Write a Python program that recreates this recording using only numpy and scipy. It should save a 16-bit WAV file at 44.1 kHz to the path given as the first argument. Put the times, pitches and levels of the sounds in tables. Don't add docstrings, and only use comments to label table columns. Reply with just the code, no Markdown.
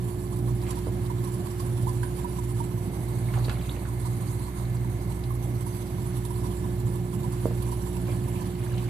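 import sys
import numpy as np
from scipy import signal
from scipy.fft import rfft, irfft, next_fast_len
from scipy.io import wavfile
from scipy.ndimage import uniform_filter1d, map_coordinates

SR = 44100
rng = np.random.default_rng(int(sys.argv[2]) if len(sys.argv) > 2 else 0)


def to_wav(s):
    ch = np.atleast_2d(s).T
    pcm = np.round(np.clip(ch, -1, 1) * 32767)
    wavfile.write(sys.argv[1], SR, pcm.astype(np.int16))


N = 392049
TIME_S = np.arange(N) / SR


def amp(db):
    return 10 ** (np.asarray(db) / 20)


def unit(x):
    return x / np.sqrt(np.mean(x ** 2) + 1e-20)


def along(points, hz):
    freq_hz, values = np.transpose(points)
    return np.interp(np.log(hz + 1), np.log(freq_hz + 1), values)


def curve(points):
    return np.interp(TIME_S, *np.transpose(points))


def wobble(rate_hz):
    knots = rng.standard_normal(int(N * rate_hz / SR) + 4)
    return map_coordinates(knots, [TIME_S * rate_hz], order=2)


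def filtered(x, response):
    size = next_fast_len(N + SR // 2)
    return irfft(rfft(x, size) * response(np.fft.rfftfreq(size, 1 / SR)), size)[..., :N]


def noise(spectrum):
    return filtered(rng.standard_normal(N), lambda hz: amp(along(spectrum, hz)) * np.sqrt(SR / 2))


def band(x, centre_hz, width_hz):
    b, a = signal.iirpeak(min(centre_hz, SR / 4), centre_hz / width_hz, SR)
    return signal.lfilter(b, a, signal.lfilter(b, a, x))


def tone(turns, rms_db):
    return np.sqrt(2) * amp(rms_db) * np.sin(2 * np.pi * turns)


def add(track, start_s, sound):
    part = track[..., max(round(start_s * SR), 0):][..., :sound.shape[-1]]
    part += sound[..., :part.shape[-1]]


def to_right(x, lead_db):
    gains = amp([[-lead_db / 2], [lead_db / 2]])
    return x * gains / gains.mean()


# time_s, share
WALL_FACING = [(0, 0.18), (2.2, 0.17), (2.75, 0.33), (3.15, 0.66), (3.9, 0.66), (4.6, .66), (5.3, 0.53),
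               (5.9, 0.43), (6.5, 0.17), (8.89, 0.25)]
# freq_hz, density_db
AIR_SPECTRUM = [(300, -86), (700, -85), (1100, -82.5), (1400, -88), (1800, -87.5), (2500, -92), (3300, -94),
                (4500, -96), (7000, -99), (14000, -103)]

def harbour_air():
    wash = np.array([noise(AIR_SPECTRUM), noise(AIR_SPECTRUM)]) * amp(wobble(3.11))
    whistle = unit(band(rng.standard_normal((2, N)), centre_hz=2120, width_hz=250))
    return wash + amp(-66 + 11.8 * curve(WALL_FACING)) * whistle


# crest_s, level_db
THROB_CRESTS = [(0, -30.5), (.44, -29), (1.15, -31), (1.92, -27.5), (2.6, -31), (3.34, -27.5), (4.2, -30),
                (4.78, -29), (5.42, -29.5), (6.22, -33), (6.88, -29), (7.55, -29.5), (8.2, -29.5),
                (8.78, -29)]

def exhaust_throb(cycles, order=8, first_share=0.39):
    firing = order * cycles + rng.random()
    gained = np.interp(TIME_S, np.transpose(THROB_CRESTS)[0], np.arange(len(THROB_CRESTS)))
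    level_db = curve(THROB_CRESTS)
    return first_share * tone(firing, level_db) + (1 - first_share) * tone(firing + gained, level_db)


CYCLE_HZ = (14.911, 15.0855)
# order, first_db, second_db, in_step_s
BEAT_ORDERS = [(4, -48, -37, 0.67), (7, -39.5, -46, 0.12)]
# time_s, level_db
BOOM_LEVEL = [(0, -42.5), (2.6, -44), (3.8, -49), (5.2, -43), (6.3, -44), (7.3, -42.5), (8.05, -40),
              (8.89, -41)]

def beating_orders(cycles, sway_db=1.3):
    def second(in_step_s):
        return cycles + (CYCLE_HZ[1] - CYCLE_HZ[0]) * (TIME_S - in_step_s)

    boom_db = curve(BOOM_LEVEL)
    out = tone(12 * cycles, boom_db) + 0.35 * tone(12 * second(in_step_s=0.34), boom_db)
    for order, first_db, second_db, in_step_s in BEAT_ORDERS:
        phase = rng.random()
        pair = tone(order * cycles + phase, first_db) + tone(order * second(in_step_s) + phase, second_db)
        out += pair * amp(sway_db * wobble(4))
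    return out


# order, level_db
HUM_ORDERS = [(9, -54), (11, -54), (14, -54), (16, -61.5), (17, -62), (18, -58), (20, -52), (23, -55),
              (28, -58.5), (108, -89), (112, -76), (116, -69), (125, -84), (133, -91), (136, -85.5),
              (140, -71.5)]
# freq_hz, density_db
RUMBLE_SPECTRUM = [(15, -79), (30, -83), (45, -69.5), (80, -62), (115, -53), (150, -60.5), (195, -60),
                   (230, -66.5), (320, -67.5), (450, -79.5), (800, -79), (1300, -106.5), (3000, -115)]

def engine_hum(cycles):
    facing = curve(WALL_FACING)
    drone = tone(24 * cycles, -37.5 - 10 * facing)
    hum = sum(tone(order * cycles + rng.random(), db + 2 * wobble(3.014)) for order, db in HUM_ORDERS)
    hum += noise(RUMBLE_SPECTRUM) * amp(1.55 * wobble(8.4))
    low_mids = filtered(hum, lambda hz: np.exp(-((hz - 240) / 125) ** 2))
    shade_db = -2.5 * (facing - facing.mean())
    return drone + hum + low_mids * (amp(shade_db) - 1)


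def engines(speed_drift=0.00038):
    cycles = np.cumsum(CYCLE_HZ[0] * (1 + speed_drift * wobble(2.042))) / SR
    sound = exhaust_throb(cycles) + beating_orders(cycles) + engine_hum(cycles)
    return filtered(sound, lambda hz: np.exp(1j * np.tanh(hz / 190) * np.array([[-0.29], [0.29]])))


# freq_hz, gain_db
OPEN_COLOUR = [(1500, -11), (3000, -6), (4300, -5.5), (5200, -3), (5950, -2.5), (6550, -15), (7300, -1.5),
               (7800, 1.5), (8650, -9), (9500, 4), (10200, 3), (11200, -1.5), (12500, -4.5), (14500, -11.5)]
# freq_hz, gain_db
WALL_COLOUR = [(1500, -12), (3000, -14.5), (4300, -2.5), (5900, -10.5), (7000, -3.5), (8000, -1.5),
               (9700, 1), (11300, -1), (12500, -6), (14500, -14)]

def actuator_fizz(open_facing=0.24, slide=0.2, patchy_db=2.5):
    hz, frame_s, spectrum = signal.stft(rng.standard_normal(N), SR, nperseg=512)
    facing = np.interp(frame_s, TIME_S, curve(WALL_FACING))
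    shift = 1 + slide * (facing - open_facing)
    near = np.clip((facing - 0.44) / 0.27, 0, 1)
    colour_db = (1 - near) * along(OPEN_COLOUR, hz[:, None] / shift)
    colour_db += near * along(WALL_COLOUR, hz[:, None])
    patches = uniform_filter1d(rng.standard_normal(spectrum.shape), size=8, axis=0)
    patches = unit(uniform_filter1d(patches, size=5, axis=1))
    return unit(signal.istft(spectrum * amp(colour_db + patchy_db * patches), SR, nperseg=512)[1][:N])


def twitches(count):
    start_s = (np.arange(count) + rng.random(count)) / count * (N / SR - 0.5)
    usual, spread = [-45.5, 987, -49], [0.6, 44, 0.6]  # ping_db, pitch_hz, fizz_db
    return list(np.column_stack([start_s, rng.normal(usual, spread, (count, 3))]))


# time_s, level_db
IDLE_FIZZ = [(0, -53), (.9, -54), (1.3, -52.5), (2.0, -51), (2.7, -54), (3.4, -51), (3.9, -53.5),
             (4.2, -50.5), (4.8, -54.5), (5.3, -55.5), (5.7, -51.5), (6.3, -52.5), (7.1, -54), (7.9, -51.5),
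             (8.89, -55.5)]
# start_s, ping_db, pitch_hz, fizz_db
LENS_JERKS = [(0.706, -30.5, 1020, -38.5), (.77, -36, 940, -60), (1.1, -31, 960, -51),
              (1.238, -39, 1070, -42), (1.272, -35, 995, -48), (1.599, -34.5, 1093, -43),
              (1.869, -27, 982, -47), (1.889, -29, 1000, -46), (2.03, -32, 973, -44),
              (2.244, -26, 956, -54), (2.385, -32, 966, -46), (2.601, -27, 937, -49),
              (4.845, -39, 907, -59), (5.304, -33, 1074, -59), (5.664, -35, 960, -48),
              (5.981, -38, 970, -59), (6.249, -39, 973, -42), (6.305, -33, 980, -47),
              (6.642, -35, 957, -52), (7.24, -32, 978, -56), (7.621, -41, 1033, -44),
              (7.686, -35, 967, -56), (7.721, -31.5, 970, -51), (7.963, -33.5, 935, -46)]

def stabiliser(attack_s=0.0021, t60_s=0.08, whine_hz=12113):
    hiss = actuator_fizz()
    pings, rasps, t = np.zeros(N), np.zeros(N), np.arange(SR // 6) / SR
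    envelope = (1 - np.exp(-t / attack_s)) * amp(-60 * t / t60_s)
    envelope /= envelope.max()
    waver_rad = 0.8 * wobble(170)
    for start_s, ping_db, pitch_hz, fizz_db in LENS_JERKS + twitches(count=44):
        phase = 2 * np.pi * pitch_hz * t + waver_rad[round(start_s * SR):][:len(t)]
        add(pings, start_s, amp(ping_db - 5) * envelope * np.sin(phase))
        add(rasps, start_s, amp(fizz_db - 1) * envelope)
    tremor = wobble(45)
    idle = amp(curve(IDLE_FIZZ) + 0.5 + 2.32 * tremor)
    fizz = np.hypot(idle, rasps) * unit(hiss * amp(0.8 * wobble(900)))
    spring = amp(-57 + 4.6 * tremor) * unit(band(rng.standard_normal(N), centre_hz=990, width_hz=230))
    spring += pings * amp(0.78 * wobble(150))
    whine = amp(-61) * np.sin(2 * np.pi * whine_hz * TIME_S)
    rocking = np.array([[-0.45], [2.3]])
    return to_right(fizz + whine, lead_db=50) + rocking * spring


# freq_hz, level_db, t60_s
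BODY_MODES = [(290, -5, 0.032), (410, 8.5, 0.0095), (461, -9, 0.15), (540, -11.5, 0.1), (616, -12, 0.13),
              (940, -13, 0.046), (1130, -23, 0.039)]
# start_s, level_db
BODY_KNOCKS = [(0.870, -20.5), (3.482, -22), (3.773, -27.5), (7.456, -10.5), (7.510, -25)]

def knocks(cutoff_hz=1300):
    out, t = np.zeros(N), np.arange(SR // 5) / SR
    ring = sum(amp(db - 60 * t / t60_s) * np.sin(2 * np.pi * hz * t) for hz, db, t60_s in BODY_MODES)
    ring = signal.lfilter(*signal.butter(3, cutoff_hz, fs=SR), ring)
    for start_s, level_db in BODY_KNOCKS:
        add(out, start_s, amp(level_db) * ring / np.abs(ring).max())
    return out


# freq_hz, t60_s
ECHO_DECAY = [(200, 0.32), (2000, 0.2), (10000, 0.018)]

def wall_echo(x):
    hz, t, spectrum = signal.stft(rng.standard_normal((2, SR // 2)), SR, nperseg=256)
    decay = amp(-60 * t / along(ECHO_DECAY, hz)[:, None])
    tail = signal.istft(spectrum * decay, SR, nperseg=256)[1]
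    return signal.fftconvolve(x, tail / np.linalg.norm(tail[0]), axes=1)[:, :N]


def bubble(t, hz, t60_cycles, rise):
    age = t * hz / t60_cycles
    phase = 2 * np.pi * hz * t * (1 + rise * np.minimum(age, 2) / 2)
    return np.sin(phase) * amp(-60 * age) * (1 - np.exp(-t * hz / 2))


def swirl(centre_hz, log_spread, count):
    t = np.arange(round(12 * SR / centre_hz)) / SR
    starts = (rng.random((count, 1)) * N).astype(int)
    level_db = 1.9 * np.minimum(rng.exponential(size=(count, 1)), 3)
    pitch_hz = np.clip(centre_hz * np.exp(log_spread * rng.standard_normal((count, 1))), 300, 9000)
    pan = rng.random((count, 1))
    grains = amp(level_db) * bubble(t, pitch_hz, t60_cycles=21.5, rise=0.35)
    samples = (starts + np.arange(len(t))).ravel()
    bubbles = np.array([np.bincount(samples, (grains * side).ravel(), N)[:N] for side in (pan, 1 - pan)])
    wash = band(rng.standard_normal((2, N)), centre_hz, width_hz=centre_hz)
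    return unit(unit(bubbles) + 0.5 * unit(wash))


# start_s, level_db, centre_hz, width_hz, t60_s
WATER_SLAPS = [(0.666, -37, 2200, 2500, 0.083), (.703, -40, 5500, 4000, .12),
               (1.596, -35.5, 5300, 1520, .04), (2.031, -33.5, 1660, 350, .05),
               (3.338, -31, 1500, 2000, .06), (3.374, -27, 790, 500, 0.045), (3.391, -38, 1000, 350, 0.03),
               (3.445, -34, 4300, 1400, 0.074), (3.484, -33, 1400, 2000, 0.018),
               (3.495, -29, 3450, 2500, 0.051), (3.496, -26, 1100, 900, 0.027),
               (3.764, -37, 1900, 1400, .04), (3.853, -38, 1390, 1200, .058),
               (5.237, -35.5, 3870, 2500, .05), (8.085, -35, 595, 200, .08), (8.09, -42, 2300, 600, .13),
               (8.358, -42.5, 2380, 500, .11), (8.78, -33, 3040, 2500, 0.027)]
# start_s, level_db, pitch_hz
WATER_DRIPS = [(.6175, -32, 4600), (3.286, -31, 2020), (3.387, -31, 6000), (3.595, -34, 3200),
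               (3.6945, -21, 3450), (3.715, -33, 4140), (4.653, -36, 3840), (4.77, -36, 4700)]

def splashes():
    out, t = np.zeros((2, N)), np.arange(SR // 8) / SR
    for start_s, level_db, centre_hz, width_hz, t60_s in WATER_SLAPS:
        burst = rng.standard_normal(len(t)) + 1.1 * rng.standard_normal((2, len(t)))
        burst = band(burst * amp(-60 * t / t60_s), centre_hz, width_hz)
        add(out, start_s, amp(level_db + 2) * burst / np.abs(burst).max())
    for start_s, level_db, pitch_hz in WATER_DRIPS:
        add(out, start_s, amp(level_db) * bubble(t, pitch_hz, t60_cycles=37, rise=0.43))
    return out


# crest_s, fine_db, deep_db, length_s
SEAL_STROKES = [(0.702, -52, -64, 0.36), (1.32, -64, -70, .5), (2.25, -60, -59, 1.4),
                (3.37, -53, -43, 0.27), (3.505, -48.5, -43, 0.23), (3.653, -50.5, -49, .35),
                (4.25, -59.5, -66, .6), (7.69, -59.5, -54, 1.1), (8.094, -51.5, -51, 0.34),
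                (8.394, -53, -57, 0.44), (8.765, -49.5, -50.5, .8)]

def seal_roll(lapping_db=(-68, -61), rise_share=0.76, fade_db=23.5):
    power = amp(lapping_db)[:, None] ** 2
    for crest_s, fine_db, deep_db, length_s in SEAL_STROKES:
        lengths_away = np.maximum((crest_s - TIME_S) / rise_share, TIME_S - crest_s) / length_s
        power = power + np.outer(amp([fine_db, deep_db]), amp(-fade_db * lengths_away)) ** 2
    fine, deep = np.sqrt(power)
    bubbles = fine * swirl(centre_hz=3005, log_spread=0.49, count=4000)
    gurgle = deep * swirl(centre_hz=680, log_spread=0.31, count=1500)
    treble = [(4600, -1.5), (5400, -4), (9000, 5)]  # freq_hz, gain_db
    return filtered(bubbles + gurgle + splashes(), lambda hz: amp(along(treble, hz)))


# freq_hz, lead_db
RIGHT_BALANCE = [(60, 3), (120, 3.5), (200, 4.5), (370, 6), (700, 7), (1100, -1), (1500, 9), (2300, -1),
                 (4000, 0.5)]

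def scene():
    water = seal_roll()
    echo = amp(-10) * wall_echo(water)
    mix = engines() + harbour_air() + knocks() + water + echo
    balance = lambda hz: amp(np.array([[-0.5], [0.5]]) * along(RIGHT_BALANCE, hz))
    return filtered(mix, balance) + stabiliser()


def record(dry, notch_hz=5300, top_hz=14650):
    port = lambda hz: amp(np.array([[0], [-9]]) * np.exp(-((hz - notch_hz) / 450) ** 2))
    return filtered(dry, lambda hz: port(hz) * (hz < top_hz))


dry = scene()
out = record(dry)
to_wav(out)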